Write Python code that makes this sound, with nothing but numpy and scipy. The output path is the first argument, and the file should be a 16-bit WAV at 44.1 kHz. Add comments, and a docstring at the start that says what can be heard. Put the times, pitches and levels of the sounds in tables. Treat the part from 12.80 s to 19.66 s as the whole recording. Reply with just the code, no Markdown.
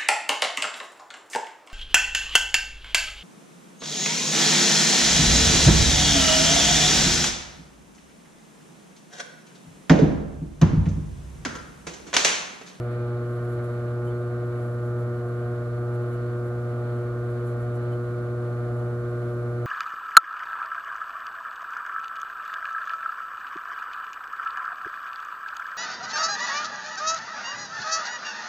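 """A motor under a potter's wheel buzzes at twice the mains frequency: a sum of overtones that throb
with the motor shaft and sway with the wheel head, in a small studio at steady speed.
Shaft and belt add weak wavering tones; the frame rumbles and bearings whirr as coloured noise.
Wet clay hisses and swishes as shaped noise, and chirps under the fingers as short rough tones."""
import sys
import numpy as np
from scipy import signal
from scipy.fft import rfft, irfft, next_fast_len
from scipy.io import wavfile

SR = 44100
rng = np.random.default_rng(int(sys.argv[2]) if len(sys.argv) > 2 else 0)


def to_wav(sig):
    """Store sig (one row per channel, or 1-D mono) as 16-bit WAV at the path in sys.argv[1].

    Samples outside -1..1 are clipped; the rate is SR.
    """
    pcm = np.clip(np.atleast_2d(sig), -1, 1) * 32767
    pcm = np.round(pcm).astype(np.int16)
    wavfile.write(sys.argv[1], SR, pcm.T)  # frames by channels


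N = 302526
TIME = np.arange(N) / SR  # s
BUZZ_HZ, SHAFT_HZ, WHEEL_HZ = 119.964, 9.59, 1.046


def from_db(db):
    """Decibels to amplitude gain."""
    return 10 ** (np.asarray(db) / 20)


def at_hz(points, hz):
    """Interpolate a (hz, value) table on a log-frequency axis."""
    points_hz, values = np.array(points)[:, :2].T
    return np.interp(np.log(hz), np.log(points_hz), values)


def drift(corner_hz):
    """Random drift of spread 1: coarse noise through two equal one-pole low-passes."""
    step = 40  # samples per coarse point
    pole = np.exp(-2 * np.pi * corner_hz * step / SR)
    coarse = rng.standard_normal(N // step + 2002)
    slow = signal.lfilter([1], [1, -2 * pole, pole * pole], coarse)[2000:]  # drop the run-in
    return np.interp(np.arange(N) / step, np.arange(len(slow)), slow / slow.std())


def bell(middle_s, length_s):
    """Gaussian swell of height 1; length_s spans its 1/e points."""
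    return np.exp(-(2 * (TIME - middle_s) / length_s) ** 2)


# left-right phase at two microphone ports: hz, left_lead_rad
LEAD = [(60, .08), (120, .14), (500, .25), (860, .6), (1290, .5), (1640, 0.), (1980, 2.3), (2760, 3.5)]
# left-right level at the ports: hz, left_minus_right_db
LEAN = [(60, 0.0), (110, 0.0), (200, -0.5), (350, 0.5), (640, 0.5), (1160, -2.5), (2090, -1.0),
        (3790, -2.0), (6840, -0.5), (12400, -0.5)]


def ports(hz):
    """Complex left and right gains: level and phase differences split evenly between the ports."""
    left = from_db(at_hz(LEAN, hz) / 2) * np.exp(0.5j * at_hz(LEAD, hz))
    return np.array([left, 1 / left])


# noise shared by the ports: hz, likeness (clipped to 0-1 in use)
LIKENESS = [(130, 1.5), (300, 0.5), (600, 0.72), (1200, 1), (1900, .5), (2800, 0.06), (5000, -0.1),
            (12000, -0.46)]


def noise(spectrum, peaks):
    """Stereo noise shaped by a spectrum and resonances, partly alike at both ports."""
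    size = next_fast_len(N)
    hz = np.maximum(np.arange(size // 2 + 1) * SR / size, 1)
    level_db = at_hz(spectrum, hz)
    for peak_hz, width_hz, peak_db in peaks:
        level_db = level_db + peak_db / (1 + (2 * (hz - peak_hz) / width_hz) ** 2)
    inside = (hz > spectrum[0][0] / 2) & (hz < spectrum[-1][0])
    shared, left, right = rfft(rng.standard_normal((3, size)))
    alike = np.clip(at_hz(LIKENESS, hz), 0, 1)
    both = np.sqrt(alike) * shared + np.sqrt(1 - alike) * np.array([left, right])
    mid_loss = np.sqrt((1 + alike) / 2)  # unlike channels lose level in their sum
    gain = from_db(level_db) * inside * np.sqrt(SR / 2) / mid_loss
    return irfft(both * ports(hz) * gain, size)[:, :N]


# room air and microphone hiss: hz, level_db_per_hz
AIR = [(3500, -112), (4800, -108), (6500, -108.3), (8500, -109), (10000, -109), (11000, -110),
       (12000, -109), (12300, -113), (12900, -113)]


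def air():
    """Steady broadband noise of room air and microphones."""
    return noise(AIR, [])


# frame rumble: hz, level_db_per_hz
RUMBLE = [(20, -100), (40, -78), (55, -72), (90, -75.5), (150, -74), (290, -74.5), (435, -75), (560, -74.5),
          (690, -74), (800, -84.5), (1000, -86.5), (1400, -81.5), (1700, -91), (2000, -99)]
# frame and splash pan resonances, negative = dip: hz, width_hz, over_rumble_db
FRAME = [(111, 47, 5.5), (237, 24, 1.5), (324.4, 7, 8), (360, 17, 10), (463.4, 14.4, 9.5), (504, 7, 2.5),
         (615, 51, 3.5), (721, 16, 8), (838, 18, 6.5), (1092, 44, 5), (1174, 30, 12.5), (1230, 25, 8),
         (1295, 23, 8.5), (1380, 21, -4), (1490, 35, -6), (1220, 12, -9.5), (1254, 28, -2), (428, 14, -4),
         (50, 7.2, 4), (1570, 16, 4), (1836, 72, 10.5)]


def frame_rumble():
    """Noise through frame and pan resonances, pulsing twice a shaft turn."""
    pulse_db = 0.5 * np.cos(2 * np.pi * 2 * SHAFT_HZ * TIME - 1.5)
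    return noise(RUMBLE, FRAME) * from_db(pulse_db)


# bearing whirr and rubbing: hz, settled_level_db_per_hz
WHIRR = [(1900, -89.5), (2300, -91.5), (2650, -101), (3300, -102), (4400, -103), (4800, -113), (5600, -125)]
# whirr resonances: hz, width_hz, over_whirr_db
WHIRR_PEAKS = [(2924, 45, 6.5), (2230, 140, 0.5), (4300, 130, 2)]
WHIRR_START_DB, WHIRR_SETTLE_S = 2.5, 0.3


def bearing_whirr():
    """Rubbing noise that starts a little louder, settles and flickers."""
    settle_db = WHIRR_START_DB * np.exp(-TIME / WHIRR_SETTLE_S)
    flicker_db = 0.56 * drift(30.0) + 0.84 * drift(4.7)
    return noise(WHIRR, WHIRR_PEAKS) * from_db(settle_db + flicker_db)


# shaft, belt and mains side tones: pitch_hz, level_db (rms)
TONES = [(33.6, -64), (47.8, -59.6), (57.9, -65), (59.9, -66), (67.3, -68), (105.6, -53.7), (153.4, -67),
         (163.5, -63), (306.8, -61.7), (316.9, -60.5), (326.4, -63), (350.6, -58), (419.9, -67),
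         (460.3, -60.7), (502.7, -64), (539.7, -68), (580.7, -60), (633.2, -66), (643.3, -65),
         (1060.5, -76), (1113.0, -70), (1180.3, -71), (1225.4, -73), (1294.7, -72), (1533.6, -72)]


def side_tones():
    """Weak sinusoids wavering a little in level and phase."""
    out = np.zeros((2, N))
    for pitch_hz, level_db in TONES:
        gain = np.sqrt(2) * from_db(level_db + 1.2 * drift(1.7))
        phase_rad = 2 * np.pi * (pitch_hz * TIME + rng.random()) + 0.47 * drift(0.92)
        out += np.real(ports(pitch_hz)[:, None] * gain * np.exp(1j * phase_rad))
    return out


# wet clay hiss colour, relative: hz, level_db_per_hz
SLIP = [(5000, -28), (7000, -8), (8800, -14), (9600, -2), (10500, -8), (12900, -11)]
# hiss resonances: hz, width_hz, over_hiss_db
SLIP_PEAKS = [(7600, 310, 6), (9600, 340, 1), (11700, 260, 8)]
# swishes of wet clay past the fingers: middle_s, level_db (rms at the top), length_s
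SWISHES = [(.12, -70, .03), (0.648, -66, .03), (.72, -64, .08), (.85, -67, .04), (1.272, -64, .07),
           (2.07, -68, .07), (2.21, -64, .06), (3.15, -65, .03), (3.23, -70, .04), (3.323, -66, .09),
           (3.67, -69, .06), (4.19, -73, .07), (4.51, -69, .04), (4.68, -65, .09), (4.82, -67, .05),
           (4.96, -65, .03), (5.13, -65, .05), (5.99, -71, .1)]
SLIP_DB, SLIP_SWELL_DB, SLIP_FLICKER_DB = -75, 2.5, 1  # steady hiss, rms


def clay_hiss():
    """Wet clay as uneven faint noise, with short swishes added in power."""
    hiss = noise(SLIP, SLIP_PEAKS)
    steady = from_db(SLIP_DB + SLIP_SWELL_DB * drift(1.6) + SLIP_FLICKER_DB * drift(19.0))
    swish = np.zeros(N)
    for middle_s, level_db, length_s in SWISHES:
        swish += from_db(level_db) * bell(middle_s, length_s)
    swish *= from_db(1.7 * drift(15.0))
    return hiss / hiss.std() * np.hypot(steady, swish)


# chirps of fingers on clay: middle_s, pitch_hz, level_db (peak, before lean and roughness), length_s
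CHIRPS = [(.115, 2520, -66, .04), (0.21, 2420, -62, .08), (.34, 2280, -64, .03), (1.284, 3060, -61, .03),
          (1.322, 3420, -67, .04), (1.43, 3720, -71, .03), (4.19, 3050, -70, 0.032),
          (4.205, 2720, -68, .02), (4.27, 2230, -68, .03), (5.134, 3040, -59.5, .024)]
CHIRP_LEAN_DB = -7  # left minus right


def finger_chirps():
    """Short soft-edged whistles, roughened by fast level and phase drift."""
    out = np.zeros((2, N))
    rough = from_db(2 * drift(80)) * np.exp(0.5j * drift(40))
    lean_db = np.array([[CHIRP_LEAN_DB / 2], [-CHIRP_LEAN_DB / 2]])
    for middle_s, pitch_hz, level_db, length_s in CHIRPS:
        whistle = np.real(rough * np.exp(2j * np.pi * pitch_hz * TIME))
        out += from_db(level_db + lean_db) * bell(middle_s, length_s) * whistle
    return out


# buzz overtones: multiple, level_db (rms), left_minus_right_db, left_lead_rad,
#   shaft_throb_db, shaft_lag_turns, sway_once_a_wheel_turn_db, once_lag_turns,
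#   sway_twice_a_wheel_turn_db, twice_lag_half_turns
BUZZ = [(1.0, -29, -0.2, 0.16, 0, 0.65, 0.23, 0.15, 0.06, 0.57),
        (2.0, -45, -0.4, 0.15, 4, 0.92, -0.3, 0.59, 0.2, 0.73),
        (3.0, -35.5, 0.5, 0.04, 0.56, 0.094, 0, 0.84, 0.5, 0.75),
        (4.0, -40.5, 0, 0.054, 0.5, 0.51, 0, 0.46, 0, 0.85),
        (5.0, -44.5, 1.5, 0.25, 1, 0.37, 0.2, 0.12, 0.7, 0.73),
        (6.0, -60.5, -1.5, 0.18, 8, 0.58, -0.5, 0.7, 1.2, 0.18),
        (7.0, -60.5, -6.5, 0.92, 0.3, 0.71, 3.5, 0.18, 2.5, 0.64),
        (8.0, -68, 5, 0.65, 0.5, 0.2, 4, 0.12, 4.5, 0.62),
        (9.0, -57.0, 4, -0.53, 1.2, 0.87, 2, 0.66, 1, 0.82),
        (10.0, -52.5, -4, 0.64, -0.5, 0.29, 0.5, 0.08, 0.3, 0.26),
        (11.0, -52.5, 0.5, 0.8, 0.5, 1, 1, 0.23, 0.6, 0.61),
        (12.0, -52.5, -8, 0.23, 0.6, 0.9, 0.5, 0.65, 0.1, 0.04),
        (13.0, -59.5, 4.5, -0.29, 1.5, 0.86, 1.0, 0.77, 0, 0.49),
        (14.0, -78, -4, 0.095, -9, 0.54, -1, 0.84, 1, 0.14)]
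# brief ducks or swells once a wheel turn: multiple, level_db, lag_turns, width_turns (1/e half width)
NUDGES = [(1, 1.16, 0.34, 0.054), (3, -3, 0.024, 0.089), (3, 0.5, 0.584, 0.022), (5, -1.5, 0.54, 0.095),
          (7, -2, 0.88, 0.03)]
BUZZ_WAVER_DB = 0.36
BUZZ_SPREAD_RAD, BUZZ_TURN_RAD, BUZZ_START_S = 0.94, 3.6, 0.00273
RATTLE_FROM, RATTLE_CENTRE = 10, 11.5  # overtone multiples
RATTLE_SPREAD_RAD, RATTLE_LAG_S = 0.43, 0.0029


def wheel_sway_db(multiple, once_db, once_lag, twice_db, twice_lag):
    """Level of one overtone over the wheel turn, brief nudges included."""
    turns = WHEEL_HZ * TIME
    sway_db = once_db * np.cos(2 * np.pi * (turns - once_lag))
    sway_db += twice_db * np.cos(2 * np.pi * (2 * turns - twice_lag))
    for nudged, nudge_db, lag_turns, width_turns in NUDGES:
        if round(nudged) == multiple:
            from_middle = (turns - lag_turns + 0.5) % 1 - 0.5
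            sway_db += nudge_db * np.exp(-(from_middle / width_turns) ** 2)
    return sway_db


def buzz_phase_rad(multiple):
    """Phase of one overtone: low ones spread over the cycle, high ones bunch into a burst."""
    omega = 2 * np.pi * multiple * BUZZ_HZ
    if multiple < RATTLE_FROM:  # the frame spreads the low overtones
        phase = omega * (TIME - BUZZ_START_S) + BUZZ_SPREAD_RAD * multiple ** 2 + BUZZ_TURN_RAD
    else:  # the motor housing rattles in one short burst a cycle
        phase = omega * (TIME - RATTLE_LAG_S) + RATTLE_SPREAD_RAD * (multiple - RATTLE_CENTRE) ** 2
    return phase + 0.01 * multiple * drift(1.5)


def motor_buzz():
    """Current pulses shake the motor; each overtone throbs with shaft and wheel."""
    out = np.zeros((2, N))
    for (multiple, level_db, lean_db, lead_rad, shaft_db, shaft_lag,
         once_db, once_lag, twice_db, twice_lag) in BUZZ:
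        multiple = round(multiple)
        throb_db = shaft_db * np.cos(2 * np.pi * (SHAFT_HZ * TIME - shaft_lag))
        sway_db = wheel_sway_db(multiple, once_db, once_lag, twice_db, twice_lag)
        waver_db = BUZZ_WAVER_DB * drift(2.8)
        gain = np.sqrt(2) * from_db(level_db + throb_db + sway_db + waver_db)
        side_gain = from_db([[lean_db / 2], [-lean_db / 2]])
        side_rad = np.array([[lead_rad / 2], [-lead_rad / 2]])
        out += gain * side_gain * np.cos(buzz_phase_rad(multiple) + side_rad)
    return out


def scene():
    """Sum of air, frame, bearings, side tones, clay and motor."""
    machine = frame_rumble() + bearing_whirr() + side_tones() + motor_buzz()
    clay = clay_hiss() + finger_chirps()
    return air() + machine + clay


STOP_HZ = 12974  # 50 dB down from here up


def record(dry):
    """Steep low-pass cuts the top."""
    return signal.sosfilt(signal.cheby2(24, 50, STOP_HZ, fs=SR, output="sos"), dry)


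dry = scene()
out = record(dry)
to_wav(out)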